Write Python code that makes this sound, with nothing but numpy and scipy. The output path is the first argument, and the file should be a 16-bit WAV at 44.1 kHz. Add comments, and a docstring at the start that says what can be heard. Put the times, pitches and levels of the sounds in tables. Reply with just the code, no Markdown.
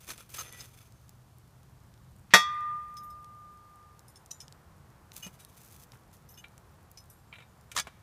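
"""Iron and steel at a campfire

A small steel shovel scoops embers as grain noise, strikes an iron pot once and sings on as damped modes,
then scrapes the ash again and is stabbed into the ground in bursts of noise and short modes. Loose metal
fittings clink in two banks of modes, the edge squeals in narrow-band noise, the handle knocks and the fire
ticks. A faint decaying tail answers from the trees, over rumble, a rush of air, hiss, a low hum and a bird."""
import sys
import numpy as np
from scipy import signal
from scipy.fft import rfft, irfft, next_fast_len
from scipy.io import wavfile
from scipy.ndimage import map_coordinates

SR = 44100
rng = np.random.default_rng(int(sys.argv[2]) if len(sys.argv) > 2 else 0)


def persist_wave(psi):
    """Save psi, clipped to +-1, as 16-bit WAV."""
    counts = np.round(np.clip(psi, -1, 1) * 32767).astype(np.int16)
    wavfile.write(sys.argv[1], SR, np.atleast_2d(counts).T)


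N = 353682
TIME = np.arange(N) / SR

# Modes of blade and pot struck together. Each row: frequency in Hz, relative level in dB, t60 in s.
IRON_MODES = [(190, -24, .13), (440, -24, .1), (606, -24, .11), (680, -26, .11), (729, -27, .18),
              (875, -26, .14), (915, -21, .17), (1079, -22, .13), (1200, -20, .17), (1312, -20, .14),
              (1478, -20, .13), (1573, -20, .12), (1760, -21, .13), (1884, -10, .18), (2064, -21, .15),
              (2189, -23, .13), (2359, -21, .16), (2429, -25, .14), (2576, -21, .17), (2692, -23, .14),
              (3351, -17, .26), (3590, -26, .15), (3690, -21, .19), (3818, -29, .17), (4448, -24, .19),
              (4616, -32, .28), (5308, -25.5, .22), (5953, -26, .22), (6117, -26, .16), (8920, -31, .12)]
# Spectrum of the blow's dense weak modes. Each row: frequency in Hz, relative density in dB.
CRASH_SPECTRUM = [(30, -50), (100, -23), (300, -20), (460, -8), (900, -12), (1500, -6), (2600, -11.5),
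                  (3050, -17.5), (3600, -5.5), (4200, -16), (5600, -11.5), (7500, -16.5), (8200, -22.5),
                  (12200, -21.5), (15200, -33)]
# Decay of those weak modes. Each row: frequency in Hz, t60 in s.
CRASH_DECAY_TIMES = [(150, .12), (500, .13), (1500, .14), (3500, .15), (6000, .175), (10000, .155),
                     (15000, .135)]
# Modes of the freed blade. Each row: frequency in Hz, relative level in dB, t60 in s before shared losses.
BLADE_MODES = [(1205.5, 0, 90), (1039, -17, 2), (1965, -9.5, 1.1), (3357, -19, .6), (3612, -8, .62),
               (4619, -26, .35), (5280, -26, .5), (5958, -18, .33)]
# The blade's note fades evenly, swells slowly, drops a step as the blade turns away, and is damped at last.
SING_DB, SING_FADE_DB_PER_S = -26, 16.5
SWELL_PER_S, SWELL_DB = 2.67, 1.4
TURN_AFTER_S, TURN_TAKES_S, TURN_DB = 0.42, 0.11, -5
DAMPED_AFTER_S, DAMPED_DB_PER_S = 1.59, 78
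CLANG_S = 2.337
GRAZE_S, GRAZE_DB, GRAZE_HZ = 0.03, -50, 2300  # the blade grazes the pot just before the blow

# Pushes of the shovel through embers. Each row: start in seconds, length in s before release,
# level in dB, pressure 0-1.
PUSH_EVENTS = [(0, 0.078, -58, 0.4), (0.077, 0.048, -44, 0.8), (0.169, 0.042, -51.5, 0.73),
               (0.289, 0.024, -50, 0.45), (0.332, 0.093, -45.5, 0.48), (0.425, 0.13, -53, 1),
               (.562, 0.079, -51.5, 0.6), (0.677, 0.2, -66, 0.55), (0.772, 0.029, -58, .85),
               (0.935, 0.21, -75, 0.8), (5.127, 0.027, -52.5, 0.03), (5.151, 0.026, -46.5, 0.18),
               (5.215, 0.038, -49, 0.5), (5.328, .013, -58.5, .4), (5.386, 0.033, -59, .6),
               (5.48, 0.096, -64, .3), (5.563, 0.28, -55.5, 0.11), (5.909, 0.026, -62.5, 0.2),
               (6.123, 0.019, -59, 0), (7.746, 0.026, -43.5, 0.8)]
PUSH_ATTACK_S, PUSH_SAG_DB_PER_S, PUSH_RELEASE_T60_S = 0.012, 22.5, 0.18
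# Spectrum of sliding embers. Each row: frequency in Hz, relative density in dB.
GRIT_SPECTRUM = [(1180, -53), (2000, -5.5), (5490, -2), (6360, 2), (7250, -0.5), (14300, 1), (15600, -2),
                 (16000, -35.5)]
# Spectrum of the pressed blade's rasp. Each row: frequency in Hz, relative density in dB.
RASP_SPECTRUM = [(200, -4), (450, 2), (850, -3.5), (1300, -0.5), (2500, -7.5), (5000, -6), (7500, -12.5),
                 (12000, -6.5), (15500, -33)]
# Resonances of the blade while it rubs. Each row: frequency in Hz, bandwidth in Hz, relative level in dB.
STEEL_RESONANCES = [(1320, 110, -10), (2430, 260, -9.5), (3490, 170, -10), (5180, 67, -15), (6170, 19, 0),
                    (7330, 73, -15), (8700, 62, -11), (10200, 460, -13.5), (10200, 77, -23),
                    (12100, 180, -22)]

# The edge catches. Each row: start in seconds, length in s, level in dB, favoured frequency in Hz.
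CATCH_EVENTS = [(.38, 0.044, -38, 1290), (0.441, .22, -57, 1960), (0.6, 0.026, -46.5, 5100),
                (0.836, 0.32, -78, 6300), (5.225, 0.062, -44.5, 2730), (6.29, 0.063, -58, 12400),
                (6.371, 0.045, -52.5, 2900), (7.797, 0.037, -47, 5150)]
# Notes at which the edge squeals. Each row: frequency in Hz, width in Hz, relative level in dB.
EDGE_NOTES = [(1290, 130, -21), (1954, 13, -8), (2470, 23, -12.5), (2920, 36, -10), (5060, 110, -12.5),
              (6335, 66, 0), (7350, 90, -15), (12400, 590, -17)]
FAVOUR_DB = 17.5  # lift of the note on which the edge catches

# The blade bites stony soil and embers. Each row: start in seconds, time it keeps sinking in s,
# relative level in dB, relative body level in dB.
BITE_EVENTS = [(0.076, .005, -38, -14), (.103, .005, -25, -12), (.347, .005, -32.5, -32),
               (.385, .028, -28.5, -13), (.607, .005, -33, -27), (7.764, .039, -13.5, -7.5)]
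# Spectrum of the crunch. Each row: frequency in Hz, relative density in dB.
SOIL_SPECTRUM = [(88, -50), (150, -2), (391, -32), (524, -8), (1260, 3), (2220, -10), (2450, -12),
                 (3920, 2), (4760, -4.5), (6260, -1), (12700, -13.5), (15100, -26), (16000, -43)]
CRUNCH_GAP_S, CRUNCH_LOSS_DB, BODY_LOSS_DB = 0.0108, 0.2, 3  # from one stone giving way to the next

# Contacts of the loose metal. Each row: start in seconds, relative level in dB, brightest frequency in Hz,
# hook share 0-1.
CLINK_EVENTS = [(2.967, -36, 5120, 0.43), (3.032, -46.5, 12500, 0.35), (3.1, -46.5, 12450, 0.17),
                (4.079, -43.5, 10400, .3), (4.157, -42.5, 5400, 0.46), (4.308, -27, 6450, 0.08),
                (4.403, -33, 5800, 0.34), (5.398, -44.5, 3440, 0), (6.288, -39.5, 12200, 0.2),
                (6.34, -46.5, 5060, .7), (6.375, -43.5, 2950, 0.33), (6.973, -35.5, 5030, 0.4),
                (7.099, -42.5, 11740, 0.15)]
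# Modes of the pot hanger's bail. Each row: frequency in Hz, relative level in dB, t60 in s.
BAIL_MODES = [(1820, -23.5, 0.3), (2800, -30, 0.079), (3830, -24, 0.31), (5170, -9.5, 0.11),
              (5800, -27, 0.13), (5930, -6.5, 0.088), (6000, -16, .09), (7100, -18, 0.26),
              (7910, -13.5, .09), (8600, -14, .2), (9380, -13, 0.09), (10700, -11, 0.1), (11650, -22, 0.37),
              (12040, -18, .09)]
# Modes of its hook. Each row: frequency in Hz, relative level in dB, t60 in s.
HOOK_MODES = [(3550, -5, 0.1), (4790, -26, 0.07), (4870, -18, 0.11), (5230, -12.5, 0.083),
              (5310, -2.5, 0.076), (5800, -24, 0.031), (6400, -10.5, 0.11), (6570, -5.5, 0.15),
              (9150, -2.5, 0.13), (10100, -6.5, 0.12), (11950, -3.5, 0.12), (12350, -14, 0.32),
              (13240, -13, 0.23)]
REBOUND_S, REBOUND_DB = 0.01, -9.5  # mean gap between touches of one contact; level change at each

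# Knocks of the shovel's handle and socket. Each row: start in seconds, rattling time in s,
# then relative levels in dB of the whole, the thud and the edge.
KNOCK_EVENTS = [(5.2651, .01, -42, -3, 10.5), (5.9332, .03, -53, 2.5, 0), (6.4402, .01, -33, -22, -18),
                (7.3264, .01, -33, -16, -26), (7.3366, .03, -36.5, -19, -16),
                (7.3841, .05, -38.5, -11, -12), (7.7156, .01, -32.5, -29, 3), (7.87, .01, -34, -1, -4.5)]
# Modes of the held handle. Each row: frequency in Hz, width in Hz, relative level in dB.
HANDLE_MODES = [(1400, 29, -1.5), (2180, 51, -1), (2340, 29, 4.5), (2880, 22, -22), (3750, 24, -5),
                (4000, 22, -10.5)]
RATTLE_GAP_S, RATTLE_LOSS_DB = 0.019, 2  # from one contact of a rattle to the next
# Soft bumps on the ground. Each row: start in seconds, peak level in dB, frequency in Hz.
BUMP_EVENTS = [(0.569, -54, 126), (5.2, -57, 150), (5.262, -41, 185), (5.334, -49.5, 130),
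               (5.933, -48, 107), (7.873, -57, 254)]

# Clear snaps of the fire. Each row: start in seconds, relative level in dB, centre frequency in Hz.
SNAP_EVENTS = [(.179, -36.5, 4200), (0.5258, -31.5, 9100), (.9229, -46, 6400), (1.0933, -37, 9300),
               (1.94, -48, 3340), (3.245, -45.5, 4600), (3.9934, -40.5, 5140), (4.261, -40, 5200),
               (4.4815, -36, 3800), (4.5248, -35, 4900), (5.1188, -36.5, 4100), (5.449, -32, 6000),
               (5.8373, -38, 9000), (5.9199, -40, 3300), (6.5795, -40.5, 5070), (6.9154, -36, 13000)]

# Decay of the trees' answer. Each row: frequency in Hz, t60 in s.
TREE_DECAY_TIMES = [(150, .5), (1000, 1.0), (2200, 1.4), (4000, 0.86), (8000, .65), (15000, 0.46)]
# Spectrum of the open air. Each row: frequency in Hz, relative density in dB.
AIR_SPECTRUM = [(15, -49.5), (25, -15), (70, -2), (123, -3), (200, -10), (270, -17.5), (317, -15.5),
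                (489, -21), (575, -23.5), (1100, -23.5), (3080, -28.5), (5140, -32), (12200, -36),
                (14400, -36), (16000, -53)]
# Swell of the far rush of air. Each row: time in seconds, mean level in dB.
RUSH_LEVELS = [(0, -70.5), (2.2, -67), (4.6, -63), (6.5, -65), (8.02, -65.5)]
RUMBLE_DB, HISS_DB = -59.5, -71.5
HUM_DB, HUM_FADES_AT_S, HUM_FADE_DB_PER_S = -61.5, 2.63, 18  # a far low hum that dies away
HUM_HZ, HUM_RISE_HZ_PER_S = 119, 3
# A far bird's run of thin calls, with mean pitch at the top of the arch and mean level.
BIRD_START_S, BIRD_GAP_S, CHIRP_S, BIRD_HZ, BIRD_DB = 7.16, 0.103, 0.068, 7390, -76
TREES_DB = -31.5
TOP_HZ = 15500


def amp(db):
    """Decibels are a logarithmic measure of gain."""
    return 10 ** (np.asarray(db) / 20)


def unit(x):
    """Normalisation by mean power: rms 1."""
    return x / np.sqrt(np.mean(x ** 2) + 1e-20)


def peaked(x):
    """Normalisation by largest excursion: peak 1."""
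    return x / np.abs(x).max()


def along(points, hz):
    """Interpolation of (Hz, value) points on a logarithmic frequency axis."""
    f, v = np.transpose(points)
    return np.interp(np.log(hz + 1), np.log(f + 1), v)


def wobble(rate):
    """Slow random modulation: a smooth curve through random knots, rate of them a second."""
    knots = rng.standard_normal(int(N * rate / SR) + 4)
    return map_coordinates(knots, [TIME * rate])


def filtered(x, response):
    """Linear filtering: the spectrum of x times a response of frequency."""
    m = next_fast_len(len(x) + 1024)
    return irfft(rfft(x, m) * response(np.fft.rfftfreq(m, 1 / SR)), m)[:len(x)]


def noise(response, size=N):
    """Coloured noise: filtered white noise, rms 1."""
    return unit(filtered(rng.standard_normal(size), response))


def shape(points):
    """Spectral envelope: the response through (Hz, dB) points."""
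    return lambda hz: amp(along(points, hz))


def hump(hz, centre, octaves):
    """Broad resonance: a bell on the logarithmic frequency axis, with its deviation in octaves."""
    return np.exp(-0.5 * (np.log2((hz + 1) / centre) / octaves) ** 2)


def fade(t60, size):
    """Exponential decay: 60 dB lost in t60 seconds."""
    return amp(-60 * TIME[:size] / t60)


def ring(modes, size):
    """Modal synthesis: a sum of damped sines, each at a random phase."""
    total = np.zeros(size)
    for hz, db, t60 in modes:
        sine = np.sin(2 * np.pi * (hz * TIME[:size] + rng.random()))
        total += amp(db) * fade(t60, size) * sine
    return total


def shards(low_hz, high_hz, t60, size, count):
    """Random modes: short rings drawn anew for every point of contact, peak 1."""
    modes = []
    for u, v, w in rng.random((count, 3)):
        modes.append((low_hz * (high_hz / low_hz) ** u, 9 * v, t60 * (0.5 + w)))
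    return peaked(ring(modes, size))


def dying(x, decay):
    """Frequency-dependent damping: each band of x decays at its own speed."""
    hz, t, bands = signal.stft(x, SR, nperseg=256)
    loss = amp(-60 * t / along(decay, hz)[:, None])
    return signal.istft(bands * loss, SR, nperseg=256)[1][:len(x)]


def add(track, s, x):
    """Superposition: x is mixed into the track at time s."""
    i = max(round(s * SR), 0)
    track[i:i + len(x)] += x[:N - i]


def blow():
    """Impact excitation: steel grazes iron, then strikes strong modes and a dense crash of weak ones."""
    out, size = np.zeros(N), SR
    # level of the blow in dB: up slightly, a brief dip, then steady
    level_db = np.interp(TIME[:size], [0, 0.028, 0.04, 0.07], [1.5, 2.6, 0.0, 2.0])
    crash = amp(-14) * dying(noise(shape(CRASH_SPECTRUM), size), CRASH_DECAY_TIMES)
    iron = amp(-0.88) * ring(IRON_MODES, size)
    onset = 1 - fade(0.0019, size)
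    add(out, CLANG_S, amp(level_db) * (crash + iron) * onset)
    graze = noise(lambda hz: hump(hz, GRAZE_HZ, 0.79), size) * (TIME[:size] < GRAZE_S)
    add(out, CLANG_S - GRAZE_S, amp(GRAZE_DB) * graze)
    # a high-pass at 80 Hz keeps deep bass out of the clang
    return signal.lfilter(*signal.butter(2, 80, "high", fs=SR), out)


def singing_blade():
    """Free vibration: the freed blade's modes decay, swelling and sinking at a steady slow rate, and drop a
    step as it turns."""
    out, t = np.zeros(N), TIME[:3 * SR]
    swell_db = SWELL_DB * np.cos(2 * np.pi * SWELL_PER_S * t)
    turn_db = TURN_DB * np.clip((t - TURN_AFTER_S) / TURN_TAKES_S, 0, 1)
    loss_db = SING_FADE_DB_PER_S * t + DAMPED_DB_PER_S * np.maximum(t - DAMPED_AFTER_S, 0)
    add(out, CLANG_S, amp(SING_DB + swell_db + turn_db - loss_db) * ring(BLADE_MODES, len(t)))
    return out


def grains(rate, response, spread_db):
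    """Granular excitation: dense tiny impacts of uneven size, filtered to rms 1."""
    hits = (rng.random(N) < rate / SR) * rng.choice([-1, 1], N)
    sizes = amp(spread_db * np.minimum(rng.standard_normal(N), 2))
    return unit(filtered(hits * sizes, response))


def rubbed_steel(f):
    """Driven resonance: the blade's complex response, with neighbouring modes in opposite sign."""
    total = 0
    for k, (centre, width, db) in enumerate(STEEL_RESONANCES):
        damping = 1j * f * width
        total = total + (-1) ** k * amp(db) * damping / (centre * centre - f * f + damping)
    return total


def scrapes():
    """Granular friction: embers slide over the blade; pressure turns sliding into rasp and rattle."""
    sliding, pressing, t = np.zeros(N), np.zeros(N), TIME[:SR]
    for s, length, db, pressure in PUSH_EVENTS:
        release_db = 60 * np.maximum(t - length, 0) / PUSH_RELEASE_T60_S
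        attack = np.minimum(t / PUSH_ATTACK_S, 1)
        level = attack * amp(db - PUSH_SAG_DB_PER_S * t - release_db)
        add(sliding, s, np.sqrt(1 - pressure) * level)
        add(pressing, s, np.sqrt(pressure) * level)
    grit = grains(1800, shape(GRIT_SPECTRUM), spread_db=5.5)
    rasp = grains(1400, shape(RASP_SPECTRUM), spread_db=4.5)
    rattle = grains(400, rubbed_steel, spread_db=2)
    # the embers give way in clumps
    stick_slip = amp(2.1 * wobble(110) + 1.9 * wobble(35) - 0.97)
    return stick_slip * (sliding * grit + pressing * unit(rasp + rattle))


def edge_notes(f):
    """Resonant peaks: the narrow notes of the edge, side by side."""
    return sum(amp(db) / (1 + ((f - hz) / width) ** 2) for hz, width, db in EDGE_NOTES)


def squeals():
    """Frictional squeal: a caught edge sounds its narrow notes together, one favoured."""
    out, size = np.zeros(N), SR // 3
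    for s, length, db, favoured_hz in CATCH_EVENTS:
        u = np.clip(TIME[:size] / length, 0, 1)
        squeal = noise(lambda hz: edge_notes(hz) * amp(FAVOUR_DB * hump(hz, favoured_hz, 0.18)), size)
        add(out, s, amp(db) * squeal * np.sqrt(np.minimum(8 * u, 1) * (1 - u)))
    return out


def bites():
    """Brittle yielding: stones give way in quick crunches, each thinner and with its own short ring."""
    out, size = np.zeros(N), SR // 9
    soil = shape(SOIL_SPECTRUM)
    onset = 1 - fade(0.0046, size)
    decay = fade(0.032, size) + amp(-18.5) * fade(0.1, size)
    for s, length, db, body_db in BITE_EVENTS:
        for k, delay in enumerate(np.arange(0, length, CRUNCH_GAP_S)):
            lift_db = body_db + 13 - k * BODY_LOSS_DB
            crunch = noise(lambda hz: soil(hz) * amp(lift_db * hump(hz, 1600, 0.53)), size)
            stones = amp(3.5) * shards(1092, 10000, 0.054, size, count=22)
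            burst = (crunch * decay + stones) * onset
            add(out, s + delay, amp(db - 11 - k * CRUNCH_LOSS_DB) * burst)
    return out


def fitting(modes, bright_hz, size):
    """Point excitation: each contact rebalances the modes and favours those near one pitch."""
    struck = []
    for hz, db, t60 in modes:
        struck.append((hz, db + rng.normal(0, 3.5) + 11 * hump(hz, bright_hz, 0.23), t60))
    return ring(struck, size)


def clinks():
    """Repeated impact: bail and hook ring, chatter and rebound at uneven gaps, ever more weakly."""
    out, size = np.zeros(N), SR // 6
    onset = 1 - fade(0.0081, size)
    for s, db, bright_hz, share in CLINK_EVENTS:
        bail = fitting(BAIL_MODES, bright_hz, size)
        hook = fitting(HOOK_MODES, bright_hz, size)
        splinter = shards(bright_hz / 2.5, min(bright_hz * 1.6, 15000), 0.056, size, count=24)
        metal = peaked((1 - share) * bail + share * hook) + amp(-8) * splinter
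        gaps = REBOUND_S * (0.5 + rng.random(3))
        for k, delay in enumerate(np.cumsum(gaps) - gaps[0]):
            # the parts stay in loose touch and blur the ring
            flutter = 1 + 0.46 * noise(lambda hz: 1 / (1 + (hz / 150) ** 2), size)
            chatter = noise(lambda hz: hump(hz, bright_hz, 0.87), size) * fade(0.043, size)
            touch = (metal * flutter + amp(-14.5) * chatter) * onset
            add(out, s + delay, amp(db - 3.5 + k * REBOUND_DB) * touch)
    return out


def knocks():
    """Heavy damping: the held shovel rings only briefly, between a low thud and a gritty edge."""
    out, size = np.zeros(N), SR // 7
    onset = 1 - fade(0.0038, size)
    for s, length, db, thud_db, edge_db in KNOCK_EVENTS:
        for k, delay in enumerate(np.arange(0, length, RATTLE_GAP_S)):
            # a wider mode dies sooner
            modes = [(hz, level + rng.normal(0, 3.5), 2.8 / width) for hz, width, level in HANDLE_MODES]
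            handle = amp(-6) * peaked(ring(modes, size))
            clack = amp(-8.5) * noise(lambda hz: hump(hz, 2370, 0.43), size)
            thud = amp(thud_db - 0.5) * noise(lambda hz: hump(hz, 800, 1.0), size)
            edge = amp(edge_db - 10.5) * noise(lambda hz: hump(hz, 6800, 0.61), size)
            knock = (handle + (clack + thud + edge) * fade(0.063, size)) * onset
            add(out, s + delay, amp(db - 4 - k * RATTLE_LOSS_DB) * knock)
    return out


def bumps():
    """Damped oscillation: soft ground answers with one low, short-lived mode."""
    out, size = np.zeros(N), SR // 7
    for s, db, hz in BUMP_EVENTS:
        add(out, s, amp(db) * peaked(ring([(hz, 0, 0.07)], size) * (1 - fade(0.025, size))))
    return out


def snap(centre_hz):
    """Pressure release: a gas pocket bursts in the wood, a sharp tick and its scatter off the stones."""
    size = SR // 20
    burst = noise(lambda hz: hump(hz, centre_hz, 0.85) * hz / (hz + 1500), size)
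    return peaked(burst * (fade(0.0029, size) + amp(-11) * fade(0.014, size)))


def fire():
    """Random point events: clear snaps over a uniform scatter of tiny ones."""
    out = np.zeros(N)
    for s, db, hz in SNAP_EVENTS:
        add(out, s, amp(db + 0.5) * snap(hz))
    for when, strength, pitch in rng.random((150, 3)):
        add(out, when * TIME[-1], amp(-57.5 + 12 * strength ** 4) * snap(5000 + 8000 * pitch))
    return out


def trees(x):
    """Diffuse scattering: trunks and ground return a faint, dull tail, by convolution."""
    spectrum = [(100, -11), (700, -11.5), (1500, -2.5), (2600, -5.5), (4000, -6.5), (15000, -12)]  # Hz, dB
    tail = dying(noise(shape(spectrum), SR), TREE_DECAY_TIMES)
    return signal.fftconvolve(x, tail / np.linalg.norm(tail))[:N]


def bird():
    """Frequency modulation: an even run of thin, slightly arched whistles from far off."""
    out = np.zeros(N)
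    arch = np.sin(np.pi * np.clip(TIME[:SR // 4] / CHIRP_S, 0, 1))
    for k, (pitch, strength) in enumerate(rng.standard_normal((6, 2))):
        hz = BIRD_HZ + 180 * pitch + 300 * (arch - 1)
        whistle = arch * np.sin(2 * np.pi * np.cumsum(hz) / SR)
        add(out, BIRD_START_S + k * BIRD_GAP_S, amp(BIRD_DB + 2 * strength) * whistle)
    return out


def hum():
    """Phase accumulation: a wavering low tone rises slowly in pitch and dies away."""
    hum_db = HUM_DB - HUM_FADE_DB_PER_S * np.maximum(TIME - HUM_FADES_AT_S, 0)
    hz = HUM_HZ + HUM_RISE_HZ_PER_S * TIME + 2.3 * wobble(5.4)
    return amp(hum_db + 1.6 * wobble(9.2)) * np.sin(2 * np.pi * np.cumsum(hz) / SR)


def outdoors():
    """Broadband noise: low rumble, a far rush of air and thin hiss share one air spectrum."""
    air = shape(AIR_SPECTRUM)
    rumble = noise(lambda hz: air(hz) * hz / (hz + 15) / (1 + (hz / 330) ** 4))
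    rush = noise(lambda hz: air(hz) * hump(hz, 850, 0.91))
    hiss = noise(lambda hz: air(hz) * hz ** 2 / (hz ** 2 + 2500 ** 2))
    rumble *= amp(RUMBLE_DB + 1.5 * wobble(1.5))
    rush_s, rush_db = np.transpose(RUSH_LEVELS)
    rush *= amp(np.interp(TIME, rush_s, rush_db) + 0.41 * wobble(3.3))
    return rumble + rush + amp(HISS_DB) * hiss


def scene():
    """Superposition: everything near the fire, its echo and the wood around."""
    shovel = blow() + singing_blade() + scrapes() + squeals() + bites()
    near = shovel + clinks() + knocks() + bumps() + fire()
    return (near + amp(TREES_DB) * trees(near) + bird() + hum() + outdoors())[None]


def record(dry):
    """Saturation and band limiting: high peaks are rounded off, then a steep low-pass is applied."""
    rounded = dry[0] / (1 + np.abs(dry[0]) ** 6) ** (1 / 6)
    return filtered(rounded, lambda hz: 1 / (1 + (hz / TOP_HZ) ** 150))[None]


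dry = scene()
out = record(dry)
persist_wave(out)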